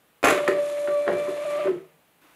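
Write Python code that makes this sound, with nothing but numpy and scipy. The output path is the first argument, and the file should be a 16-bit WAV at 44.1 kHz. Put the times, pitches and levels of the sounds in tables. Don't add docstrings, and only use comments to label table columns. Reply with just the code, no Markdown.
import sys
import numpy as np
from scipy import signal
from scipy.fft import rfft, irfft, next_fast_len
from scipy.io import wavfile

SR = 44100
rng = np.random.default_rng(int(sys.argv[2]) if len(sys.argv) > 2 else 0)


def unload_audio(sound):
    columns = np.transpose(np.atleast_2d(sound))
    steps = np.round(np.clip(columns, -1, 1) * 32767)
    wavfile.write(sys.argv[1], SR, steps.astype(np.int16))


N = 103635
T = np.arange(N) / SR
MOTOR_START_S, MOTOR_RISE_S, MOTOR_STOP_S = .235, .02, 1.644


def from_db(db):
    return 10 ** (np.asarray(db) / 20)


def rms_one(x):
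    return x / np.sqrt(np.mean(x ** 2) + 1e-20)


def in_time(rows):
    time_s, *columns = np.transpose(rows)
    return [np.interp(T, time_s, column) for column in columns]


def swell(start_s, rise_s):
    return 1 - np.exp(-np.maximum(T - start_s, 0) / rise_s)


def dying(start_s, t60_s):
    return from_db(-60 * np.maximum(T - start_s, 0) / t60_s)


def running(t60_s):
    return np.clip((T - MOTOR_START_S) / MOTOR_RISE_S, 0, 1) * dying(MOTOR_STOP_S, t60_s)


def drift(rate_hz):
    hop, settle = 40, 2000
    pole = np.exp(-2 * np.pi * rate_hz * hop / SR)
    white = rng.standard_normal(N // hop + settle + 2)
    slow = signal.lfilter([1], [1, -2 * pole, pole * pole], white)[settle:]
    return np.interp(np.arange(N) / hop, np.arange(len(slow)), rms_one(slow))


def cut(x, kind, corner_hz):
    return signal.sosfilt(signal.butter(2, corner_hz, kind, fs=SR, output="sos"), x)


def colour(x, spectrum):
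    size = 2 * next_fast_len(N)
    hz, db = np.transpose(spectrum)
    bin_hz = np.arange(size // 2 + 1) * SR / size
    gain = rms_one(from_db(np.interp(np.log(bin_hz + 1), np.log(hz), db)))
    cepstrum = irfft(np.log(gain))
    cepstrum[1:size // 2] *= 2
    cepstrum[size // 2 + 1:] = 0
    return irfft(rfft(x, size) * np.exp(rfft(cepstrum)))[:N]


def noise(spectrum):
    return colour(rng.standard_normal(N), spectrum)


def blows(start_s, level_db, spectrum, t60_s, click, rise_s):
    power = sum((from_db(db) * swell(s, rise_s) * dying(s, t60_s)) ** 2
                for s, db in zip(start_s, level_db))
    rattle = rng.standard_normal(N) * np.sqrt(power)
    rattle[((start_s + rise_s) * SR).astype(int)] += click * from_db(level_db)
    return colour(rattle, spectrum)


def ringing(start_s, level_db, modes):
    out = 0
    scatter_db = rng.standard_normal((len(start_s), len(modes))).T
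    for (hz, db, t60_s), own_db in zip(modes, scatter_db):
        clicks = np.full(N, 1e-18)
        clicks[(start_s * SR).astype(int)] = from_db(level_db + db + own_db) * np.sign(own_db)
        pole, angle = from_db(-60 / (t60_s * SR)), 2 * np.pi * hz / SR
        out = out + signal.lfilter([0, np.sin(angle)], [1, -2 * pole * np.cos(angle), pole ** 2], clicks)
    return out


def room(x):
    split_hz, delay_s = 3460, .0056
    white = rng.standard_normal(N)
    low = cut(white, "low", split_hz) * dying(0, t60_s=.3)
    high = cut(white, "high", split_hz) * dying(0, t60_s=.31)
    tail = (low - high) * (T > delay_s)
    return signal.fftconvolve(x, rms_one(tail) / np.sqrt(N))[:N]


def background():
    # freq_hz, relative_db
    room_tone = [(20, -9), (150, -2.5), (470, -1.5), (1200, -5.5), (3000, -9.5), (5300, -20.5),
                 (12000, -14.5), (16000, -15.5)]
    # freq_hz, relative_db
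    hiss = [(220, -20), (310, -2), (530, -15), (1200, -9), (2700, -14), (5000, -25.5), (15500, -26)]
    return from_db(-62.5) * noise(room_tone) + from_db(-58) * noise(hiss) * swell(2.214, rise_s=.0016)


def rumble():
    # freq_hz, relative_db
    spectrum = [(30, -46), (120, -13), (155, 2.5), (190, -1.5), (260, -18), (800, -68)]
    # time_s, level_db
    levels = [(.3, -48), (.6, -48), (.72, -64.5), (.86, -64.5), (.92, -55), (1.04, -65), (1.18, -50),
              (1.38, -56), (1.62, -56.5), (1.73, -48), (1.86, -61.5), (2.05, -79)]
    level_db, = in_time(levels)
    return from_db(level_db) * swell(MOTOR_START_S, MOTOR_RISE_S) * noise(spectrum)


def scrape():
    # freq_hz, relative_db
    spectrum = [(1500, -42), (2400, 11), (3200, -2), (4800, -28)]
    peak_s, peak_db, width_s = 1.622, -41, .01
    return from_db(peak_db) * np.exp(-((T - peak_s) / width_s) ** 2) * noise(spectrum)


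def gears(phase):
    # freq_hz, relative_db
    spectrum = [(70, -45), (220, -13.5), (300, -0.5), (365, 13.5), (430, -1), (610, 18), (800, 0),
                (1200, 5.5), (1500, -1), (2300, 2.5), (3000, -4), (5000, -18.5), (12000, -50.5)]
    # time_s, level_db
    levels = [(.3, -28), (.6, -40), (1.02, -43.5), (1.2, -39), (1.36, -40), (1.5, -39.5), (1.68, -36)]
    level_db, = in_time(levels)
    pulsing = 1 + .29 * np.sin(phase)
    teeth = rms_one(rng.standard_normal(N) * pulsing * from_db(1.4 * drift(46)))
    return from_db(level_db) * colour(teeth, spectrum) * running(t60_s=.58)


def paper():
    # freq_hz, relative_db
    spectrum = [(2000, -4), (3600, 2.5), (5200, -3.5), (6900, 1.5), (8300, -1), (10200, 1), (12200, -5),
                (15500, -22.5)]
    # time_s, level_db
    levels = [(.3, -47), (.58, -54), (.66, -48), (1.04, -54.5), (1.31, -50.5), (1.39, -54), (1.51, -49),
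              (1.6, -54)]
    level_db, = in_time(levels)
    fibres = rms_one(rng.standard_normal(N) * from_db(1.8 * drift(120)))
    return from_db(level_db) * colour(fibres, spectrum) * running(t60_s=.58)


def braking():
    # time_s, pitch_hz, level_db
    judder = [(1.645, 390, -39), (1.678, 382, -22.5), (1.712, 372, -19.5), (1.73, 350, -30),
              (1.785, 348, -35), (1.815, 345, -54)]
    jitter_rad, rough_db = .17, 1.6
    pitch_hz, level_db = in_time(judder)
    gate = (T > judder[0][0]) * (T < judder[-1][0])
    phase = 2 * np.pi * np.cumsum(pitch_hz) / SR + jitter_rad * drift(78)
    direct = gate * from_db(level_db + rough_db * drift(56)) * np.sin(phase)
    return direct + from_db(-8) * room(direct)


def clunks():
    # start_s, knock_db, thud_db, ring_db
    hits = [(.315, -28, -41, -19.5), (0.477, -14.5, -26, -15), (0.8745, -26.5, -36.5, -31),
            (1.066, -34, -21, -42), (1.078, -18.5, -23.5, -28), (1.118, -32, -25, -25),
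            (1.273, -33.5, -32.5, -27), (1.648, -34, -31.5, -29), (1.672, -33, -33, -25.5)]
    # freq_hz, relative_db
    knock = [(60, -44.5), (250, -19), (600, 4.5), (800, -3), (970, 5.5), (1150, 3), (1350, 5.5), (1850, 5),
             (2450, -12), (4000, -21), (15000, -69.5)]
    # freq_hz, relative_db
    thud = [(30, -77), (75, -22), (130, -17.5), (240, -13.5), (310, -1.5), (390, 2), (500, -5), (660, -6),
            (850, -17), (4000, -77)]
    # pitch_hz, gain_db, t60_s
    case_modes = [(286, -34, 0.18), (356.1, -5, 0.23), (381.7, 0.5, 0.23), (462, -13.5, 0.47),
                  (1040, -11, 0.094), (1290, -21, 0.32)]
    echo_s, thud_rise_s = .02, .00841
    start_s, knock_db, thud_db, ring_db = np.transpose(hits)
    impacts = blows(start_s, knock_db, knock, t60_s=.034, click=6.9, rise_s=.00066)
    impacts += from_db(-12) * np.interp(T - echo_s, T, impacts)
    impacts += blows(start_s, thud_db, thud, t60_s=.27, click=5.8, rise_s=thud_rise_s)
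    ring = cut(ringing(start_s + thud_rise_s, ring_db, case_modes), "high", 170)
    return impacts + ring + from_db(-3) * room(impacts)


def clatter():
    # start_s, clack_db, snap_db
    hits = [(.229, -21, -34.5), (0.2391, -8, -28), (.246, -18, -22.5), (.255, -10.5, -25.5),
            (0.262, -18, -34.5), (0.2708, -11, -28), (0.2838, -12.5, -23), (0.297, -15, -30.5),
            (0.3023, -25, -24.5), (.3075, -15.5, -25.5), (0.327, -18.5, -33), (.346, -22.5, -39),
            (0.377, -23.5, -52), (.479, -21.5, -31)]
    # freq_hz, relative_db
    clack = [(30, -63), (80, -24.5), (170, -13.5), (290, 1), (620, 4.5), (870, -13), (1100, 0), (1800, -5),
             (2650, -14), (3300, -19.5), (5000, -28), (15000, -57.5)]
    # freq_hz, relative_db
    snap = [(1500, 0), (3800, 5), (5200, -6), (6500, 1.5), (7600, 3.5), (8500, -6.5), (10300, 2.5),
            (13500, -9), (16000, -19.5)]
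    # pitch_hz, gain_db
    feed_modes = [(703, -14), (800, -15.5), (1065, -16.5), (1353, -16.5), (1977, -19.5), (2223, -19),
                  (2490, -14.5), (2720, -18.5), (6320, -29)]
    ring_t60_s = .12
    start_s, clack_db, snap_db = np.transpose(hits)
    impacts = blows(start_s, clack_db, clack, t60_s=.042, click=5.16, rise_s=.0008)
    impacts += blows(start_s, snap_db, snap, t60_s=.04, click=4, rise_s=.0005)
    ring = ringing(start_s, clack_db, [(hz, db, ring_t60_s) for hz, db in feed_modes])
    return impacts + ring + from_db(-4.5) * room(impacts)


def step_phase():
    # time_s, step_hz
    step_rate = [(.47, 585.6), (.5, 583.3), (1.06, 583.4), (1.085, 576), (1.12, 584), (1.2, 586.4)]
    step_hz, = in_time(step_rate)
    return 2 * np.pi * np.cumsum(step_hz) / SR + .012 * drift(30)


def stepper(phase):
    # time_s, fundamental_db, octave_db
    whine_levels = [(.33, -26.5, -44), (.53, -25.5, -44.5), (.6, -21, -48.5), (.68, -29, -52.5),
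                    (.8, -27.5, -54.5), (.87, -25.5, -52), (.93, -22, -35.5), (.99, -21.5, -40),
                    (1.03, -26, -55), (1.14, -27.5, -51), (1.22, -27, -42), (1.35, -30.5, -55),
                    (1.44, -29.5, -44), (1.46, -26.5, -45), (1.5, -28, -42), (1.6, -24, -37),
                    (1.645, -30.5, -44), (1.675, -9, -28.5), (1.705, -61, -57)]
    # time_s, level_db
    upper_levels = [(.92, -63), (.99, -49), (1.09, -57), (1.14, -45.5), (1.22, -45.5), (1.3, -59),
                    (1.46, -54), (1.52, -44), (1.57, -66)]
    # step_rate_multiple, level_db
    overtones = [(3, -56), (6, -60), (7, -63)]
    slips_s, slip_width_s, slip_depth = (1.448, 1.593), .0035, .7
    sag_s, sag_width_s, sag_depth_hz = .985, .028, 22
    fundamental_db, octave_db = in_time(whine_levels)
    upper_db, = in_time(upper_levels)
    dips, wobble_rad = 1, .36 * drift(18)
    for s in slips_s:
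        phase = phase + np.pi * (1 + np.tanh((T - s - slip_width_s) / (2 * slip_width_s)))
        dips = dips * (1 - slip_depth * np.exp(-((T - s) / slip_width_s) ** 2))
    sag_hz = sag_depth_hz * np.exp(-((T - sag_s) / sag_width_s) ** 2)
    whine = from_db(fundamental_db + .3 * drift(25)) * np.sin(phase)
    whine += from_db(octave_db) * np.sin(2 * phase - 2 * np.pi * np.cumsum(sag_hz) / SR + wobble_rad)
    whine += from_db(upper_db) * np.sin(4 * phase + 2 * wobble_rad)
    whine += from_db(-54 + 2 * drift(28)) * np.sin(phase / 2 + drift(6.1))
    for multiple, db in overtones:
        whine += from_db(db + drift(6)) * np.sin(multiple * phase + 2 * wobble_rad)
    return np.sqrt(2) * whine * dips * running(t60_s=.18)


def scene():
    phase = step_phase()
    printer = clatter() + clunks() + stepper(phase) + braking() + gears(phase) + paper()
    return (printer + rumble() + scrape() + background())[None]


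def record(dry):
    low_cut_hz, top_cut_hz = 55, 15600
    top_cut = signal.ellip(12, .1, 80, top_cut_hz, fs=SR, output="sos")
    return signal.sosfilt(top_cut, cut(dry, "high", low_cut_hz))


dry = scene()
out = record(dry)
unload_audio(out)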